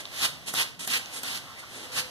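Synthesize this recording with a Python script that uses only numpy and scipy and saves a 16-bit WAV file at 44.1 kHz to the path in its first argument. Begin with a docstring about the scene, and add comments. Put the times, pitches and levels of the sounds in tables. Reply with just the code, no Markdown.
"""In a small room, a plastic trigger bottle mists a house plant five times, heard close up in stereo.
Some squeezes spit first, with a valve snap and a bottle knock made of decaying modes; each hiss is shaped
noise and droplets that swells with the pressure and shuts off. Between squeezes the pump refills with a fizz.
Damped bursts tick, trigger modes clack, narrow noise makes leaf rustles and dull bumps of the hand.
Outdoor noise and one faint sine tone come through the window."""
import sys
import numpy as np
from scipy import signal
from scipy.fft import rfft, irfft
from scipy.io import wavfile

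SR = 44100
rng = np.random.default_rng(int(sys.argv[2]) if len(sys.argv) > 2 else 0)


def to_wav(sig):
    """Store sig (one row per channel, or 1-D mono) as 16-bit WAV at the path in sys.argv[1].

    Samples outside -1..1 are clipped; the rate is SR.
    """
    pcm = np.clip(np.atleast_2d(sig), -1, 1) * 32767
    pcm = np.round(pcm).astype(np.int16)
    wavfile.write(sys.argv[1], SR, pcm.T)  # frames by channels


N = 92874
T, HZ = np.arange(N) / SR, np.fft.rfftfreq(N, 1 / SR)


def amp(db):
    """Decibels to gain."""
    return 10 ** (np.asarray(db) / 20)


def unit(x):
    """Scales to rms 1."""
    return x / np.sqrt(np.mean(x ** 2) + 1e-20)


def read(points, hz=HZ):
    """Reads a table on a log-frequency axis."""
    f, value = np.transpose(points)
    return np.interp(np.log(hz + 1), np.log(f + 1), value)


def noise():
    """White noise for mid and side."""
    return rng.standard_normal((2, N))


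def colour(x, gain):
    """Gives x a spectrum, at rms 1."""
    return unit(irfft(rfft(x) * gain, N))


def tilted(points, tilt_db):
    """A spectrum leaned by some dB per octave above 100 Hz."""
    octaves = np.log2(np.maximum(HZ, 100) / SR)
    return amp(read(points) + tilt_db * octaves)


def resonance(hz, width_hz):
    """A bell over frequency: 1 at its centre, one half a width away."""
    return 1 / (1 + ((HZ - hz) / width_hz) ** 2)


def droplets():
    """Rushing air mixed with tiny drops of uneven size; the flow flutters."""
    drops_per_s, size_spread_db, drop_share = 9000, 0.5, 0.25  # the share is of power
    flutter_db, flutter_hz = 1.0, 70
    sizes = amp(size_spread_db * np.minimum(rng.exponential(1, N), 4))
    drops = noise() * sizes * (rng.random(N) < drops_per_s / SR)
    flutter = colour(noise()[0], resonance(0, flutter_hz))
    mix = np.sqrt(1 - drop_share) * noise() + np.sqrt(drop_share) * unit(drops)
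    return mix * amp(flutter_db * flutter)


def stroke(start, full, end, swell_db, stop_s):
    """A pump stroke opens quickly, swells to full pressure, holds and dies away."""
    open_s = 0.005
    pressure = np.clip((T - start) / max(full - start, 1e-3), 0, 1)
    opening = np.clip((T - start) / open_s, 0, 1)
    closing = np.exp(-np.maximum(T - end, 0) / stop_s)
    return opening * amp(swell_db * (pressure - 1)) * closing


def burst(start, hold_s, decay_s):
    """A sudden start, a short hold and a decay."""
    attack = np.clip((T - start) / 0.0013, 0, 1)
    return attack * np.exp(-np.maximum(T - start - hold_s, 0) / decay_s)


def ring(start, modes):
    """A sharp blow on plastic sets decaying modes going; mid and side ring a quarter cycle apart."""
    strike_s = 0.0001
    since = np.maximum(T - start, 0)
    wave = sum(amp(db - 60 * since / t60) * np.exp(2j * np.pi * hz * since) for hz, db, t60 in modes)
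    return np.clip(since / strike_s, 0, 1) * np.array([wave.imag, wave.real])


def background():
    """Steady rumble, a wash whose level drifts, and a faint far tone that swells and fades."""
    # Spectrum of the outdoor noise: f/Hz, level/dB
    outside = [(25, 7), (50, 2.5), (110, 5), (170, 2.5), (350, -1.5), (700, 0.5), (1300, -3), (2200, 1.5),
               (3500, -1.5), (5000, -4), (8000, -12), (11500, -13), (14500, -17)]
    # Gain of the wash above the bass: t/s, gain/dB
    drift = [(0, -45.5), (.15, -43), (.42, -47), (.65, -44.5), (.78, -53.5), (.9, -43), (1.1, -43),
             (1.45, -45), (1.67, -45.5), (1.9, -43), (2.1, -43.5)]
    bass_hz, bass_db = 302, -47
    tone_s, tone_length_s, tone_hz = 1.99, 0.12, 507
    wash = colour(noise(), amp(read(outside)))
    bass = irfft(rfft(wash) / (1 + (HZ / bass_hz) ** 4), N)
    tone_swell = np.exp(-((T - tone_s) / tone_length_s) ** 2)
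    tone = 2 * amp(-54) * tone_swell * np.sin(2 * np.pi * tone_hz * T)
    drift_gain = amp(np.interp(T, *np.transpose(drift)))
    return amp(bass_db) * bass + drift_gain * (wash - bass) + tone


def refill(start, full, end, db, swell_db, tilt_db):
    """The trigger springs back and the piston draws liquid: the pump fills with a thin fizz."""
    # Spectrum of the fizz before its tilt: f/Hz, level/dB
    suck = [(80, -56), (250, 5), (450, -0.5), (1200, 0), (2200, 5), (3500, 3.5), (5000, 0.5), (6500, 1.5),
            (8000, 1), (10500, 0.5), (12500, -7), (14500, -19)]
    stop_s = 0.012
    fizz = colour(droplets(), tilted(suck, tilt_db))
    return amp(db) * stroke(start, full, end, swell_db, stop_s) * fizz


def clack(start, db):
    """The trigger hits its stop and its modes ring."""
    # Modes of the struck trigger: f/Hz, level/dB, t60/s
    trigger = [(1140, -13, .012), (3170, -1, .012), (3600, -4, .011), (3980, -4, .01)]
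    return amp(db) * ring(start, trigger)


def spray(start, full, end, db, swell_db, nozzle_db, tilt_db, presence_db, spread_db):
    """A broad hiss of mist; the nozzle resonance comes up with the pressure."""
    # Spectrum of the mist before tilt and aim: f/Hz, level/dB
    mist_spectrum = [(60, -12.5), (250, -13.5), (500, -14), (1000, -6.5), (1800, -2), (3000, -0.5),
                     (3700, -1.5), (4500, -0.5), (6300, -5), (7200, -4.5), (7900, -7.5), (8700, -7),
                     (9500, -6), (11500, -6.5), (13000, -12.5), (14500, -18)]
    nozzle_hz, nozzle_width_hz = 2450, 610
    presence_hz, presence_width_hz = 3600, 250  # this band changes with the aim of the nozzle
    shut_s = 0.011
    flow = stroke(start, full, end, swell_db, shut_s)
    mid_side_db = np.array([[presence_db], [presence_db + spread_db]])
    aim = amp(mid_side_db * resonance(presence_hz, presence_width_hz))
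    mist = colour(droplets(), tilted(mist_spectrum, tilt_db) * aim)
    nozzle = colour(droplets(), resonance(nozzle_hz, nozzle_width_hz))
    # the squared flow makes the nozzle swell more steeply than the mist
    return amp(db) * (flow * mist + amp(nozzle_db) * flow ** 2 * nozzle)


def bump(centre, length, db, hz):
    """A soft, hollow bump: narrow low noise that swells and fades."""
    width_hz = 45
    return amp(db) * np.exp(-((T - centre) / length) ** 2) * colour(noise(), resonance(hz, width_hz))


def spit(start, db, snap_db, knock_db):
    """A short leak and a bright sputter; then the valve snaps open and the bottle knocks."""
    # Spectrum of the sputter: f/Hz, level/dB
    sputter_spectrum = [(300, -27), (1500, 7), (3500, -8), (6000, 2), (10500, 5.5), (14500, 0)]
    # Modes of the struck valve, then of the bottle: f/Hz, level/dB, t60/s
    valve = [(3140, -6, 0.0048), (8700, -7, 0.0037), (10900, -8, 0.0048), (12600, -9, .002)]
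    bottle = [(277, -14.5, 0.021), (756, -5, .02), (995, -9.5, 0.015), (1280, -4.5, 0.01)]
    lead_s, lead_db = 0.011, -11  # the valve leaks just before it opens
    rise_s, hold_s, fade_s, snap_delay_s = 0.00066, 0.0045, 0.0016, 0.003
    since = T - start
    leak = amp(lead_db) * np.exp(-abs(since) / lead_s)
    opening = np.exp(np.minimum(since / rise_s - 1, 0) - np.maximum(since - hold_s, 0) / fade_s)
    sputter = amp(db) * np.maximum(leak, opening) * colour(noise(), amp(read(sputter_spectrum)))
    snap_s = start + snap_delay_s
    return sputter + amp(snap_db) * ring(snap_s, valve) + amp(knock_db) * ring(snap_s, bottle)


def tick(start, db, hz, width_hz, decay_s):
    """A short, heavily damped ring of plastic, made of band noise."""
    return amp(db) * burst(start, 0.00079, decay_s) * colour(noise(), resonance(hz, width_hz))


def rustle(centre, length, db, hz):
    """A soft, narrow rub of leaves under the hand."""
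    width_hz = 210
    return amp(db) * np.exp(-((T - centre) / length) ** 2) * colour(droplets(), resonance(hz, width_hz))


def spray_head(x):
    """The plastic head resonates faintly with whatever passes through it."""
    # Narrow resonances of the head: f/Hz, width/Hz, boost/dB
    head = [(2500, 90, 3), (3230, 110, 1), (3510, 35, 1.5), (3730, 60, 4.5), (4300, 120, 1.5)]
    boost_db = sum(db * resonance(hz, width) for hz, width, db in head)
    return irfft(rfft(x) * amp(boost_db), N)


def room(x):
    """A diffuse tail of noise, each band dying at its own speed."""
    # Reverberation time of the room: f/Hz, t60/s
    room_t60 = [(200, 0.84), (700, 0.6), (2000, 0.34), (4500, 0.35), (12000, 0.28)]
    delay_s = 0.003  # silent this long, then fades in over as long again
    hz, t, bands = signal.stft(noise()[:, :SR // 2], SR, nperseg=256)
    decay = amp(-60 * t / read(room_t60, hz)[:, None])
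    tail = signal.istft(bands * decay, SR)[1]
    tail = tail * np.clip(T[:tail.shape[1]] / delay_s - 1, 0, 1)
    return signal.fftconvolve(x, tail / np.linalg.norm(tail[0]), axes=1)[:, :N]


def stereo_image(x):
    """Stereo width set band by band, from nearly in phase to nearly opposed.

    Right treble joins the left late and inverted.
    """
    # Stereo width: f/Hz, side minus mid gain/dB
    stereo_width = [(40, 18), (130, -3.5), (400, -4), (750, -9.5), (950, -12), (1150, -33), (1400, -4.5),
                    (1650, 3), (2000, 4.5), (2200, 20), (2400, 32.5), (2600, 12.5), (2750, 6.5),
                    (3000, 0.5), (3400, -10.5), (3750, -7), (4100, -4), (4500, 2.5), (5100, 5),
                    (6200, -2.5), (7700, 4), (9000, -3.5), (10200, 1.5), (11500, -1), (14000, 2.5)]
    # Stereo balance: f/Hz, left minus right gain/dB
    balance = [(100, -2.5), (300, 0), (600, 1), (1150, 1), (1550, -4), (2100, 1), (2600, -0.5),
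               (3100, -4.5), (3650, 0), (4300, -3), (5000, -1), (10000, -3)]
    lag_s, link_share, link_hz = 0.000405, 0.24, 5030
    ratio = amp(read(stereo_width))
    mid, side = rfft(x) * np.array([np.ones_like(ratio), ratio]) / np.sqrt(1 + ratio ** 2)
    left, right = mid + side, mid - side
    link = link_share * (1 - 1 / (1 + (HZ / link_hz) ** 8))
    late_right = right * np.exp(-2j * np.pi * HZ * lag_s)
    left = np.sqrt(1 - link ** 2) * left - link * late_right
    lean = amp(read(balance) / 2)
    return irfft(np.array([left * lean, right / lean]), N)


def scene():
    """The bottle, the hand and the leaves in the room, over the background."""
    # Pump refills: start t/s, full t/s, end t/s, level/dB, swell/dB, tilt/(dB per octave)
    refills = [(-.02, 0, 0.011, -39, -5, -1), (0.457, 0.479, 0.5, -33.5, 13, 0.9),
               (0.79, 0.809, 0.85, -37, 2.5, 0.8), (1.097, 1.141, 1.189, -36.5, 22, 1),
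               (1.576, 1.601, 1.593, -39, 19, 0), (1.688, 1.755, 1.86, -43.5, 9, -1.1)]
    # Trigger clacks: t/s, level/dB
    clacks = [(0.054, -31), (0.0548, -26)]
    # Squeezes: start t/s, full pressure t/s, shut-off t/s, level/dB, swell/dB, nozzle resonance/dB,
    # tilt/(dB per octave), presence/dB, side minus mid of that presence/dB
    sprays = [(0.11, 0.238, 0.259, -23.8, 25, -11, -.5, 1, 0),
              (0.543, .588, 0.6236, -26.2, 7, -4, 0, 1.5, -1),
              (0.878, 0.94, 0.971, -27.3, 7.5, -2, 0.5, -0.5, 0),
              (1.23, 1.315, 1.3764, -34.3, 2, -31, -1, 1, -1),
              (1.915, 1.98, 2.0006, -26.2, 16, -13, -0.73, -5, 8)]
    # Dull bumps of the hand on bottle and pot: centre t/s, length/s, level/dB, f/Hz
    bumps = [(.335, 0.018, -54, 160), (0.484, .04, -54, 217), (0.58, 0.04, -55, 225),
             (0.82, 0.05, -55, 185), (0.905, 0.03, -51, 256), (1.252, 0.06, -57, 255)]
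    # Spits as the valve opens: t/s, sputter/dB, snap/dB, bottle knock/dB
    spits = [(0.5371, -26, -29, -22.5), (0.8738, -26.5, -16.5, -27.5), (1.2315, -31.5, -25, -31)]
    # Plastic ticks: t/s, level/dB, f/Hz, width/Hz, decay/s
    ticks = [(1.058, -29.5, 6150, 660, 0.001), (1.058, -34.5, 3730, 1000, 0.0019),
             (0.54, -37, 4300, 7000, 0.008), (0.747, -43.5, 2600, 1500, 0.0037)]
    # Leaf rustles: centre t/s, length/s, level/dB, f/Hz
    rustles = [(1.501, 0.038, -47.5, 1170), (1.586, 0.022, -45, 2070), (1.638, 0.014, -45, 1360)]
    room_db = -8.5
    near = spray_head(sum(refill(*row) for row in refills) + sum(spray(*row) for row in sprays))
    for source, table in [(clack, clacks), (bump, bumps), (spit, spits), (tick, ticks), (rustle, rustles)]:
        near = near + sum(source(*row) for row in table)
    return stereo_image(near + amp(room_db) * room(near) + background())


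def record(dry):
    """The recorder's band limit: a steep low-pass."""
    edge_hz = 14400
    low_pass = signal.firwin(301, edge_hz, window=("kaiser", 8), fs=SR)
    return signal.oaconvolve(dry, low_pass[None], "same")


dry = scene()
out = record(dry)
to_wav(out)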